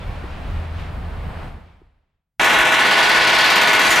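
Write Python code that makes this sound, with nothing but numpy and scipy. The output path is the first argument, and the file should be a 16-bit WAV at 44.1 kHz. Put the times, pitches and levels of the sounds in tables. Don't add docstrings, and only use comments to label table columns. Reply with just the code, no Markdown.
import sys
import numpy as np
from scipy import signal
from scipy.fft import rfft, irfft, next_fast_len
from scipy.io import wavfile
from scipy.ndimage import uniform_filter1d, map_coordinates

SR = 44100
rng = np.random.default_rng(int(sys.argv[2]) if len(sys.argv) > 2 else 0)


def wav_record(signal):
    frames = np.transpose(np.atleast_2d(signal))
    bounded = np.clip(frames, -1, 1)
    quanta = np.round(bounded * 32767).astype(np.int16)
    wavfile.write(sys.argv[1], SR, quanta)


N = 176400
TIME_S = np.arange(N) / SR
CUT_S = 2.396
BLOW_PERIOD_S, BOUNCE_S = 0.057, 0.02


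def amp(db):
    return 10 ** (np.asarray(db) / 20)


def unit_rms(x):
    return x / np.sqrt(np.mean(x ** 2) + 1e-20)


def unit_inside(pair):
    return pair / np.std(pair[:, round(CUT_S * SR):], axis=1, keepdims=True)


def curves(rows):
    times_s, *columns = np.transpose(rows)
    return [np.interp(TIME_S, times_s, column) for column in columns]


def wobble(rate_hz):
    knots = rng.standard_normal(int(N * rate_hz / SR) + 4)
    return map_coordinates(knots, [TIME_S * rate_hz])


def filtered(x, response):
    size = next_fast_len(N + SR // 2)
    return irfft(rfft(x, size) * response(np.fft.rfftfreq(size, 1 / SR)), size)[..., :N]


def coloured(x, spectrum):
    points_hz, db = np.transpose(spectrum)
    return filtered(x, lambda hz: amp(np.interp(np.log(hz + 1), np.log(points_hz + 1), db)))


def rolled_off(pair, edge_hz, db_per_octave):
    hz, frame_s, bins = signal.stft(pair, SR, nperseg=256)
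    octaves = np.log2(np.maximum(hz[:, None] / np.interp(frame_s, TIME_S, edge_hz), 1))
    return signal.istft(bins * amp(-db_per_octave * octaves), SR, nperseg=256)[1][:, :N]


def stereo(pair, side_db):
    return pair[0] + amp(side_db) * np.array([pair[1], -pair[1]])


def decay(t60_s):
    return amp(-60 * np.arange(SR) / SR / t60_s)


def ring(drive, responses):
    return signal.fftconvolve(drive[None], responses, axes=1)[:, :N]


def bursts(impulses, t60_s):
    energy = ring(impulses ** 2, decay(t60_s)[None] ** 2)
    return np.sqrt(np.abs(energy)) * rng.standard_normal((2, N))


def rush(spectrum, side_db, flutter_db):
    noise = coloured(rng.standard_normal((2, N)), spectrum)
    return unit_rms(stereo(noise, side_db)) * amp(flutter_db * wobble(12.52))


# (frequency [Hz], density [dB])
WIND_SPECTRUM = [(11, -31), (20, -1), (81, -0.5), (100, -9), (160, -11), (300, -23), (420, -62)]

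def wind():
    return amp(-29) * rush(WIND_SPECTRUM, side_db=-18, flutter_db=2)


# (frequency [Hz], density [dB])
ROAD_SPECTRUM = [(150, -30), (250, -7.5), (750, -3.5), (1660, -10.5), (2840, -18.5), (4770, -28.5),
                 (6300, -40), (9070, -38.5), (15800, -52.5)]
TYRE_SPECTRUM = [(1000, -10), (2300, 0), (3300, -4.5), (5500, -18), (8000, -26), (11000, -44)]
# (time [s], level [dB])
TYRE_LEVEL = [(0, -49), (.3, -50), (.5, -45.5), (.8, -47.5), (.95, -55.5), (1.45, -58), (1.75, -47.5)]

def traffic():
    road = amp(-38) * rush(ROAD_SPECTRUM, side_db=-6.5, flutter_db=0.67)
    tyres = amp(curves(TYRE_LEVEL)[0]) * rush(TYRE_SPECTRUM, side_db=-6.5, flutter_db=2.3)
    return road + tyres


# (time [s], level [dB])
ENGINE_LEVEL = [(0, -36.5), (.5, -36), (.58, -27.5), (.8, -31), (1.05, -32), (1.25, -32.5), (1.48, -35)]

def engine(pitch_hz=83.4, wander=0.0275):
    phase = 2 * np.pi * np.cumsum(pitch_hz * (1 + wander * wobble(14.0))) / SR
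    drone = unit_rms(np.sin(phase) + amp(-15.5) * np.sin(2 * phase))
    return drone * amp(curves(ENGINE_LEVEL)[0] + 0.91 * wobble(15.9))


def chirp(centre_s=0.033, width_s=0.012, pitch_hz=3480):
    t = TIME_S - centre_s
    return amp(-46) * np.exp(-(t / width_s) ** 2) * np.sin(2 * np.pi * pitch_hz * t)


# (time [s], level [dB])
BUMPS = [(.24, -17.5), (1.817, -32.5), (3.689, -11.5)]

def bumps(pitch_hz=355, rise_s=0.0016, t60_s=0.022):
    onset_s, db = np.transpose(BUMPS)
    age_s = np.maximum(TIME_S - onset_s[:, None], 0)
    envelope = (1 - np.exp(-age_s / rise_s)) * amp(-60 * age_s / t60_s)
    return amp(db) @ (envelope * np.sin(2 * np.pi * pitch_hz * age_s))


# (time [s], level [dB])
WORKSHOP_LEVEL = [(2.25, -89), (2.38, -82), (2.41, -39), (2.65, -39), (2.76, -44.5), (4, -42)]
# (frequency [Hz], density [dB])
WORKSHOP_SPECTRUM = [(18, -25), (45, 3.5), (70, -12), (120, -1), (190, -6.5), (400, -39)]

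def workshop():
    return amp(curves(WORKSHOP_LEVEL)[0]) * rush(WORKSHOP_SPECTRUM, side_db=-61.5, flutter_db=1.0)


def echoes(strokes, rattle, spectrum, t60_s, standing_share, wall_t60_s=0.3):
    standing = unit_inside(ring(rattle, decay(wall_t60_s) * rng.standard_normal((2, SR))))
    scattered = unit_inside(bursts(strokes, t60_s))
    blend = np.sqrt(1 - standing_share) * scattered + np.sqrt(standing_share) * standing
    return unit_inside(coloured(blend, spectrum))


# (frequency [Hz], density [dB])
CHAMBER_SPECTRUM = [(53, -54), (90, -23.5), (183, -12), (590, -8), (950, -3), (1900, -3), (2500, -3),
                    (3100, -8.5), (4030, -20), (6820, -120)]
RASP_SPECTRUM = [(2300, -36), (3100, 7), (3600, 4.5), (4500, 4.5), (5600, -4.5)]
CRACK_SPECTRUM = [(3000, -8.5), (5700, 1.5), (6670, -1.5), (8750, -6), (11300, -9.5), (12400, -13.5),
                  (15200, -18), (15800, -37)]
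# (time [s], level [dB], upper edge [Hz])
RASP_TRACK = [(2.42, -30, 4380), (2.72, -26, 4040), (2.92, -22.5, 5070), (3.2, -21.5, 5460),
              (3.5, -19.5, 5600), (3.72, -23.5, 4870), (4, -25, 5100)]
# (time [s], level [dB])
TREBLE_LEVEL = [(2.42, -34), (2.9, -33.5), (3.8, -32.5), (3.92, -27), (4, -32.5)]

def firebox(strokes):
    rattle = bursts(strokes, t60_s=0.13)[0]
    din = echoes(strokes, rattle, CHAMBER_SPECTRUM, t60_s=0.65, standing_share=0.1)
    rasp_db, edge_hz = curves(RASP_TRACK)
    rasp = echoes(strokes, rattle, RASP_SPECTRUM, t60_s=0.8, standing_share=0.45)
    rasp = rolled_off(rasp, edge_hz, db_per_octave=90)
    treble_db = curves(TREBLE_LEVEL)[0] + 1.5 * wobble(300)
    treble = echoes(strokes, rattle, CRACK_SPECTRUM, t60_s=0.98, standing_share=0.45)
    return amp(-17.5) * din + amp(rasp_db + 1) * rasp + amp(treble_db + 2) * treble


# (frequency [Hz], level [dB])
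PLATE_MODES = [(336, -37), (420, -35.5), (510, -36.5), (641, -29), (683, -37), (715, -32), (817, -30.5),
               (855, -30), (925, -30.5), (974, -29.5), (1064, -28.5), (1095, -31), (1135, -33.5),
               (1305, -37.5), (1458, -28), (1477, -24), (1495, -26), (1655, -33), (1720, -28),
               (1735, -27.5), (1779, -27), (1910, -29.5), (1932, -27.5), (1994, -29.5), (2060, -31.5),
               (2137, -27.5), (2221, -32), (2260, -33.5), (2336, -31.5), (2360, -33.5), (2611, -31.5),
               (2765, -35), (2832, -28), (3120, -34.5), (3250, -37), (3371, -31.5), (3540, -36.5),
               (3606, -35.5), (3810, -38), (3870, -37.5), (4030, -41)]

def plates(blow_times_s, coherence_t60_s=0.82, swing_db=1.88):
    start = round(CUT_S * SR)
    t = TIME_S[start:]
    blow_index = np.searchsorted(np.sort(blow_times_s), t)
    kick_rad = np.sqrt(2 * np.log(1000) * BLOW_PERIOD_S / coherence_t60_s)
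    out = np.zeros((2, N))
    for hz, db in PLATE_MODES:
        kick, swing = rng.standard_normal((2, 2, len(blow_times_s) + 1))
        phase = kick_rad * np.cumsum(kick, axis=1) + 2 * np.pi * rng.random((2, 1))
        phasors = amp(db + swing_db * swing) * np.exp(1j * phase)
        smoothed = uniform_filter1d(phasors[:, blow_index], int(BOUNCE_S * SR))
        out[:, start:] += (smoothed * np.exp(2j * np.pi * hz * t)).real
    return out


# (time [s], frequency [Hz], peak [dB])
BIT_PINGS = [(2.444, 11900, -37), (3.445, 11900, -35), (3.793, 12200, -34), (3.904, 6860, -22),
             (3.904, 9350, -31), (3.904, 12000, -29), (3.959, 5950, -24)]

def pings(t60_s=0.21):
    out = np.zeros(N)
    for onset_s, hz, db in BIT_PINGS:
        age_s = np.maximum(TIME_S - onset_s, 0)
        envelope = amp(db - 60 * age_s / t60_s) * (age_s > 0)
        out += envelope * np.sin(2 * np.pi * hz * age_s + wobble(250))
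    return out


# (frequency [Hz], bandwidth [Hz], gain [dB])
BIT_MODES = [(6700, 150, 0), (9700, 250, -12), (12000, 255, -1)]

def bit_ring(hits, force_exponent=2.5):
    def response(hz):
        return sum(amp(db) * 1j * hz * width_hz / (mode_hz ** 2 - hz ** 2 + 1j * hz * width_hz)
                   for mode_hz, width_hz, db in BIT_MODES)

    return unit_inside(filtered(bursts(hits ** force_exponent, t60_s=0.089), response))


def crack(hits):
    return unit_inside(coloured(bursts(hits, t60_s=0.075), CRACK_SPECTRUM))


def strikes(blows, bounce_db=-4.5):
    out = np.zeros(N + SR)
    for (onset_s, db), scatter in zip(blows, rng.normal(0, 0.12, len(blows))):
        bounce_at_s = onset_s + BOUNCE_S * (1 + scatter)
        out[round(onset_s * SR)] += amp(db)
        out[round(bounce_at_s * SR)] += amp(db + bounce_db)
    return out[:N]


def piston_strokes(blow_times_s, contact_s=0.0044):
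    lead_in_s = [blow_times_s[0] - BLOW_PERIOD_S * k for k in range(1, 10)]
    impulses = strikes([(s, 0) for s in lead_in_s + blow_times_s])
    energy = uniform_filter1d(impulses ** 2, int(contact_s * SR))
    return np.sqrt(np.abs(energy))


# (time [s], level [dB])
HAMMER_BLOWS = [(2.4123, -22), (2.443, -19), (2.496, -21.5), (2.53, -22), (2.587, -21), (2.652, -23.5),
                (2.7197, -22.5), (2.785, -25), (2.8486, -34), (2.911, -22), (2.972, -26), (3.028, -23),
                (3.0923, -21), (3.1457, -23.5), (3.21, -36), (3.27, -22), (3.33, -25), (3.385, -20.5),
                (3.443, -23.5), (3.5005, -19), (3.557, -19.5), (3.6145, -19), (3.6728, -21), (3.731, -18.5),
                (3.793, -20), (3.848, -21), (3.905, -33), (3.9597, -19)]

def air_hammer(pan_db=0.26):
    times_s = [s for s, _ in HAMMER_BLOWS]
    mean_db = np.mean([db for _, db in HAMMER_BLOWS])
    ringing = firebox(piston_strokes(times_s)) + plates(times_s)
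    hits = strikes(HAMMER_BLOWS)
    tool = amp(mean_db - 22) * bit_ring(hits) + amp(mean_db - 15) * crack(hits)
    return stereo(ringing + tool, side_db=-10.5) * amp([[pan_db], [-pan_db]]) + pings()


def scene(fade_start_s=1.44, fade_db_per_s=64.5):
    hammer = air_hammer()
    rumble = workshop()
    fade = amp(-fade_db_per_s * np.maximum(TIME_S - fade_start_s, 0))
    outdoors = fade * (wind() + traffic() + engine() + chirp())
    return np.where(TIME_S >= CUT_S, hammer, outdoors) + bumps() + rumble


def record(dry, limit_db=-12.5, window_s=0.013, top_hz=15780):
    power = uniform_filter1d(np.mean(dry ** 2, axis=0), int(window_s * SR))
    reduction = np.maximum(1, np.sqrt(np.abs(power)) / amp(limit_db))
    return filtered(dry / reduction, lambda hz: hz < top_hz)


dry = scene()
out = record(dry)
wav_record(out)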